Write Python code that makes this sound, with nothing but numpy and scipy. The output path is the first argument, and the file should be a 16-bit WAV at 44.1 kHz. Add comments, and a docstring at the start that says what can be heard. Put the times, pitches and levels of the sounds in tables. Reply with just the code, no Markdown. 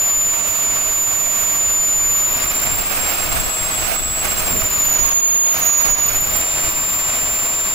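"""A twelve-blade electric ducted fan runs near full power on a stand in a small room, close to a phone.
At first the blades whine at a steady pitch over the jet's roar, the inlet's hiss and a draught that
buffets the microphones. From 2.2 s the fan speeds up: the gliding whine flutters against its own echo,
and around 4 s a bearing sings at top speed. By 5.2 s the pitch has sunk below where it began;
it then climbs part way back and holds from 6.4 s."""
import sys
import numpy as np
from scipy import signal
from scipy.fft import rfft, irfft
from scipy.io import wavfile
from scipy.ndimage import uniform_filter1d

SR = 44100
rng = np.random.default_rng(int(sys.argv[2]) if len(sys.argv) > 2 else 0)


def dump(signal):
    """Clip the signal to [-1, 1] and save it as 16-bit WAV at the path in sys.argv[1]."""
    limited = np.clip(np.atleast_2d(signal).T, -1, 1)
    pcm = np.round(limited * 32767).astype(np.int16)
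    wavfile.write(sys.argv[1], SR, pcm)


N = 341329
TIME = np.arange(N) / SR
FREQ = np.maximum(np.arange(N // 2 + 1) * SR / N, 1)
SIDES = np.array([[1], [-1]])  # opposite signs for the left and right microphone ports


def blade_whine(phase, blade_hz, unsettled):
    """Periodic blade loading radiates a tone; a glide drags standing-wave nodes across the ports."""
    # how the whine carries at each blade rate: f/Hz, left level/dB, right level/dB
    carry = [(6730, -15, -14.5), (6832, -20, -12.5), (7045, -17, -16), (7050, -18.5, -18),
             (7260, -19.5, -19.5), (7500, -20.5, -22.5), (7530, -22, -22)]
    # the left port passes through a node and its phase reverses: t/s, length/s
    flips = [(2.792, 0.027), (2.874, 0.043), (2.963, 0.055), (3.187, 0.017), (3.367, 0.042), (3.481, 0.022),
             (3.694, 0.024), (3.906, 0.069), (4.435, 0.041), (5.056, 0.057), (5.848, 0.072)]
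    # a port drifts into a node: t/s, length/s, left gain/dB, right gain/dB
    dips = [(.48, 0.29, -9.5, -0.5), (0.823, 0.26, -4.5, -1), (1.287, 0.6, -5.5, 0),
            (2.526, 0.023, -12, -15), (3.126, 0.017, -12, -13), (3.286, 0.011, -10, -9),
            (4.242, 0.012, -9, -11), (5.586, 0.083, -4, -6.5), (5.864, 0.049, 0.5, -0.5),
            (5.98, .06, -4, -1), (6.11, 0.028, -6, -5)]
    node_hz, node_width_hz, node_rad = 6768, 31, 3.18  # at this pitch a node lies between the ports
    flutter_rad, flutter_hz = 0.41, 30  # the phase between the ports shakes during a glide
    tone = in_room(np.exp(1j * phase), t60=0.37, shared_db=8, own_db=-6, hold_s=0.051, flatten=0.38)
    port_phase = node_rad * np.exp(-((blade_hz - node_hz) / node_width_hz) ** 2)
    port_phase += flutter_rad * unsettled * wander(flutter_hz)
    tone = tone * ragged(0, depth=0.059, hz=156) * np.exp(0.5j * SIDES * port_phase)
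    tone[0] *= 1 - 2 * np.minimum(sum(swell(t, length) for t, length in flips), 1)
    dip_db = sum(np.array([[left], [right]]) * swell(t, length) for t, length, left, right in dips)
    return tone.real * undb(by_speed(carry, blade_hz) + dip_db)


def blade_octave(phase, blade_hz, unsettled, surge_db):
    """The second harmonic of blade passage follows the surges and gains on the right during a glide."""
    # how the octave carries at each blade rate: f/Hz, left level/dB, right level/dB
    carry = [(6720, -34, -28), (7080, -28, -33.5), (7080, -29.5, -29), (7700, -38, -34)]
    tone = ragged(2 * phase, depth=0.067, hz=60)
    tone = in_room(tone, t60=0.45, shared_db=4.5, own_db=-7, hold_s=0.48, flatten=0)
    level_db = by_speed(carry, blade_hz) + 0.96 * surge_db
    level_db[1] += 8.5 * unsettled
    return undb(level_db) * (tone * ragged(0, depth=0.17, hz=45)).real


def folded_whine(phase, blade_hz, unsettled):
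    """Aliasing: the converter folds the ultrasonic fifth harmonic down, so it glides the opposite way."""
    # strength of the alias at each blade rate: f/Hz, level/dB
    strength = [(6765, -44), (6810, -58), (7030, -39.5), (7270, -42), (7500, -57), (7700, -51)]
    converter_hz = 48000
    tone = ragged(2 * np.pi * converter_hz * TIME - 5 * phase, depth=0.6, hz=35)
    tone = in_room(tone, t60=0.25, shared_db=-13, own_db=-7, hold_s=0.25, flatten=0)
    return undb(by_speed(strength, blade_hz) - 4 * unsettled + wander(7.7) - SIDES * 3.3) * tone.real


def machinery(shaft_phase, blade_hz, unsettled):
    """Forced vibration: rotor and motor hum most at steady speed; shaft and bearing sing near the top."""
    # rotor unbalance and motor: multiple of the shaft rate, level/dB
    hum_orders = [(4, -47.5), (6, -51), (8, -48), (10, -56), (11, -56), (16, -58), (22, -66)]
    # shaft wobble, a bearing and its mixing with the blade tones: multiple of the shaft rate, level/dB
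    strain_orders = [(1, -51), (2, -48), (5.43, -43), (6.57, -49), (17.43, -69), (18.57, -40)]
    strain = np.clip((blade_hz - 7300) / 300, 0, 1)
    hum = order_tones(shaft_phase, hum_orders, depth=0.56, hz=5.1)
    singing = order_tones(shaft_phase, strain_orders, depth=2.6, hz=7.8)
    return (1 - unsettled) * hum + strain * singing


def air_stream(throttle, unsettled, surge_db):
    """Broadband flow noise: the rush flutters in level, and swings left and right as the pitch glides."""
    swing_db = 3 * unsettled * wander(28)
    left_db = -24.5 - 0.5 * throttle + 0.5 * unsettled + surge_db[0] - 0.65 * swing_db
    right_db = -28 + 5 * throttle + 4.5 * unsettled + surge_db[1] + swing_db
    roar = jet_roar() * undb([left_db, right_db])
    flutter_db = wander(24)
    hiss = inlet_hiss(throttle, unsettled, surge_db, roar_lean_db=left_db - right_db)
    return (roar + hiss) * undb(flutter_db)


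def jet_roar():
    """Resonance of duct and stand colours the jet's noise; long waves reach both ports partly coherent."""
    # jet spectrum at each port: f/Hz, relative spectrum level/dB
    left_spectrum = [(20, -6), (120, -3), (300, -1), (450, -2), (800, -3.5), (1100, 0.5), (1400, -1.5),
                     (2700, -1.5), (3200, -4), (4800, -5), (6000, -9), (7800, -15), (10500, -22),
                     (15500, -5.5)]
    right_spectrum = [(20, 2), (150, 0.5), (480, -1), (700, 1.5), (1000, 0.5), (1400, 2.5), (1900, -5.5),
                      (2800, -0.5), (3200, -5), (6000, -4), (7800, -10), (9800, -16), (11800, -5),
                      (15500, -8)]
    # resonances of duct and stand: f/Hz, width/Hz, left gain/dB, right gain/dB
    resonances = [(625, 99, 6, 6.5), (725, 103, 3, 5), (948, 66, 7, -1), (1140, 75, 7.5, -3),
                  (1242, 47, 2, 6.5), (1560, 120, -2, 1), (2205, 950, 0.5, 7.5), (3470, 280, 1, 0),
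                  (10880, 280, 12, 13.5), (12800, 1300, -20, 1)]
    right_lag_s = 0.00012
    duct_db = sum(np.array([[left], [right]]) / (1 + (2 * (FREQ - hz) / width) ** 2)
                  for hz, width, left, right in resonances)
    shape = undb(np.array([colour(left_spectrum), colour(right_spectrum)]) + duct_db)
    alike = 0.25 / (1 + (FREQ / 900) ** 4)
    shared, *own = rfft(rng.standard_normal((3, N)))
    shared = shared * np.exp(1j * np.pi * FREQ * right_lag_s * SIDES)
    left, right = irfft(shape * (np.sqrt(alike) * shared + np.sqrt(1 - alike) * np.array(own)), N)
    return np.array([unit(left), unit(right)])


def inlet_hiss(throttle, unsettled, surge_db, roar_lean_db):
    """Flow noise at the inlet grows with speed and in glides; its left-right balance follows the roar's."""
    # inlet spectrum: f/Hz, relative spectrum level/dB
    spectrum = [(20, -44), (4000, -61), (6500, 12.5), (8500, 5), (10500, 11.5), (13000, 7), (15500, 6)]
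    level_db = -34.4 + 3.5 * np.maximum(throttle, 0) + 1.6 * unsettled + 0.96 * surge_db.mean(axis=0)
    lean_db = 0.3 * roar_lean_db - 0.6
    return pair(colour(spectrum), alike=1) * undb(level_db + wander(28) + SIDES * lean_db / 2)


def draught():
    """Turbulent pressure rumbles on each port almost independently; a few gusts hit harder."""
    # course of the draught: t/s, relative level/dB, left minus right/dB
    course = [(0.0, -42, -2), (0.21, -41, 11), (0.34, -40.5, -14.5), (0.97, -37.5, -4), (2.18, -36.5, 2),
              (2.24, -35, -21), (2.35, -36, -1.5), (3.86, -33.5, 17), (4.46, -30.5, 3), (5.02, -33.5, -10),
              (5.41, -43, 2), (5.65, -40, -13.5), (6.14, -29.5, -9), (6.45, -35.5, 1.5),
              (7.59, -36.5, -2.0), (7.74, -38, -4)]
    # draught spectrum: f/Hz, relative spectrum level/dB
    spectrum = [(5, -3), (25, -2), (50, -6), (100, -10.5), (200, -18.5), (500, -20.5), (2000, -64)]
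    # single gusts: t/s, length/s, level/dB, upper edge f/Hz
    gusts = [(2.713, 0.097, -24.5, 90), (3.356, 0.11, -25, 120), (3.816, .1, -29.5, 80),
             (4.546, 0.069, -25, 333), (5.04, 0.068, -32, 109), (6.15, 0.14, -32, 120)]
    level_db, pan_db = curves(course)
    share = undb(SIDES * pan_db / 2)
    rumble = pair(colour(spectrum), alike=0.035) * undb(level_db + 2.6 * wander(7.5))
    rumble *= 1.7 * share / np.hypot(*share)
    for t, length, db, edge_hz in gusts:
        push = np.exp(-2 * ((TIME - t) / length) ** 2)
        rumble += undb(db) * push * pair(-20 * np.log10(1 + (FREQ / edge_hz) ** 2), alike=0.077)
    return rumble


def flow():
    """Shaft speed sets the blade rate and throttle (0 cruise, 1 full); its change sets unrest (0-1)."""
    # blade-passing rate: t/s, f/Hz
    speed = [(0.0, 7043), (0.73, 7029), (2.22, 7022), (2.93, 7472), (3.14, 7489), (3.43, 7650),
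             (3.74, 7654), (4.07, 7700), (4.2, 7698), (4.29, 7619), (4.46, 7523), (4.58, 7182),
             (4.86, 7007), (5.08, 6786), (5.23, 6763), (5.49, 6771), (5.97, 6879), (6.4, 7247),
             (6.67, 7247), (6.77, 7273), (7.74, 7264)]
    cruise_hz, full_hz, half_unsettled_hz_per_s = 7025, 7700, 240
    blade_hz = smooth(curves(speed)[0], 0.022)
    glide = smooth(np.abs(np.gradient(blade_hz)) * SR, 0.13)
    throttle = (blade_hz - cruise_hz) / (full_hz - cruise_hz)
    unsettled = glide / (glide + half_unsettled_hz_per_s)
    return blade_hz + 1.02 * wander(6.1), throttle, unsettled


def surges(edge_s=0.0045):
    """Amplitude modulation of the rush, in dB at each port: each surge or lull sets in, holds and ends."""
    # surges and lulls: t/s, length/s, left gain/dB, right gain/dB
    events = [(0.222, 0.22, -0.5, -3), (0.476, 0.18, 1, 0), (.81, 0.16, 0.5, 3.5), (1.029, .08, -0.5, -3.5),
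              (1.414, 0.054, 2, 5), (1.95, 0.65, -1, -0.5), (2.395, .15, 0, 2), (2.484, 0.029, -0.5, -6),
              (2.855, 0.033, -0.5, -4.5), (2.907, 0.038, 3, 0.5), (3.058, 0.21, 0, 2.5),
              (3.523, 0.2, -0.5, -1), (3.906, 0.13, -6, 2.5), (4.096, 0.26, -3.5, -4), (4.25, 0.04, 1, 0.5),
              (4.608, 0.056, 0, -1), (5.08, 0.026, -1, 6), (5.3, .33, -2.5, -3), (5.61, 0.14, 0, 6),
              (5.756, 0.04, -0.5, -4), (5.86, .11, -0.5, 5), (5.944, 0.059, 0, -7), (6.357, 0.042, 1, 3.5),
              (6.604, 0.16, 1.5, 2.5), (6.893, 0.31, 1, -2.5), (7.12, 0.1, 1.5, 2), (7.643, .2, 1, -2.5)]
    gain_db = 0
    for t, length, left, right in events:
        held = 0.5 + 0.5 * np.tanh((length / 2 - np.abs(TIME - t)) / edge_s)
        gain_db += np.array([[left], [right]]) * held
    return gain_db


def in_room(tone, t60, shared_db, own_db, hold_s, flatten):
    """Interference: a gliding tone beats with its echoes; flattening the crests leaves brief dropouts."""
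    shared = tone + undb(shared_db) * echoes(tone, t60)
    ports = np.array([shared + undb(own_db) * echoes(tone, t60) for _ in range(2)])
    ports = ports / np.sqrt(smooth(np.abs(ports) ** 2, hold_s))  # even out slow changes of level
    ports = ports / (1 + np.abs(ports) ** 2) ** flatten
    return np.sqrt(2) * unit(ports)


def echoes(tone, t60):
    """Reverberation: dense reflections decay exponentially, by 60 dB in t60 seconds."""
    t = TIME[:SR // 2]
    response = rng.standard_normal(len(t)) * np.exp(-np.log(1000) * t / t60)
    response /= np.linalg.norm(response)
    lead_in = np.conj(tone[len(t):0:-1]) * np.exp(2j * np.angle(tone[0]))  # the fan is already running
    return signal.fftconvolve(np.r_[lead_in, tone], response)[len(t):len(t) + N]


def order_tones(shaft_phase, orders, depth, hz):
    """Superposition of wavering shaft orders, each with its own phase difference between the ports."""
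    tones = 0
    for multiple, db in orders:
        port_phase = SIDES * rng.standard_normal() / 2
        line = unit(ragged(multiple * shaft_phase, depth, hz)) * np.exp(1j * port_phase)
        tones += undb(db) * np.sqrt(2) * line.real
    return tones


def ragged(phase, depth, hz):
    """Random modulation: eddies swallowed by the rotor give a tone sidebands of noise."""
    return np.exp(1j * phase) * (1 + depth * (wander(hz, order=2) + 1j * wander(hz, order=2)))


def pair(db, alike):
    """Partial coherence: the two ports share the fraction alike of their noise power."""
    return np.sqrt(alike) * noise(db) + np.sqrt(1 - alike) * np.array([noise(db), noise(db)])


def wander(hz, order=4):
    """Low-pass random motion of rms 1 that falls away above hz."""
    return noise(-10 * np.log10(1 + (FREQ / hz) ** order))


def noise(db):
    """White noise filtered to the given spectrum, at rms 1."""
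    return unit(irfft(rfft(rng.standard_normal(N)) * undb(db), N))


def colour(points):
    """A spectrum in dB, interpolated on a log-frequency axis."""
    hz, db = np.transpose(points)
    return np.interp(np.log(FREQ), np.log(hz), db)


def curves(table):
    """Each column of a table, interpolated in time."""
    t, *columns = np.transpose(table)
    return np.array([np.interp(TIME, t, column) for column in columns])


def by_speed(table, blade_hz):
    """Each column of a table, interpolated at the blade rate."""
    hz, *columns = np.transpose(table)
    return np.array([np.interp(blade_hz, np.sort(hz), column) for column in columns])


def swell(t, length):
    """A flat-topped window of height 1, half as high at its edges."""
    return 0.5 ** ((2 * (TIME - t) / length) ** 4)


def smooth(x, seconds):
    """Running mean, taken twice."""
    size = max(int(seconds * SR), 1)
    return uniform_filter1d(uniform_filter1d(x, size), size)


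def unit(x):
    """Normalisation to rms 1."""
    return x / np.sqrt(np.mean(np.abs(x) ** 2))


def undb(db):
    """Decibels to amplitude ratio."""
    return 10 ** (np.asarray(db) / 20)


def scene():
    """Superposition: one shaft speed drives the tones and the air stream, with the draught beneath."""
    blades = 12
    blade_hz, throttle, unsettled = flow()
    phase = 2 * np.pi * np.cumsum(blade_hz) / SR
    surge_db = surges()
    tones = blade_whine(phase, blade_hz, unsettled)
    tones += blade_octave(phase, blade_hz, unsettled, surge_db)
    tones += folded_whine(phase, blade_hz, unsettled)
    tones += machinery(phase / blades, blade_hz, unsettled)
    return tones + air_stream(throttle, unsettled, surge_db) + draught()


def record(dry):
    """Band limiting: the phone's low-pass filter cuts the top steeply."""
    top_hz = 15700
    return signal.sosfilt(signal.ellip(12, 0.2, 80, top_hz, fs=SR, output="sos"), dry)


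dry = scene()
out = record(dry)
dump(out)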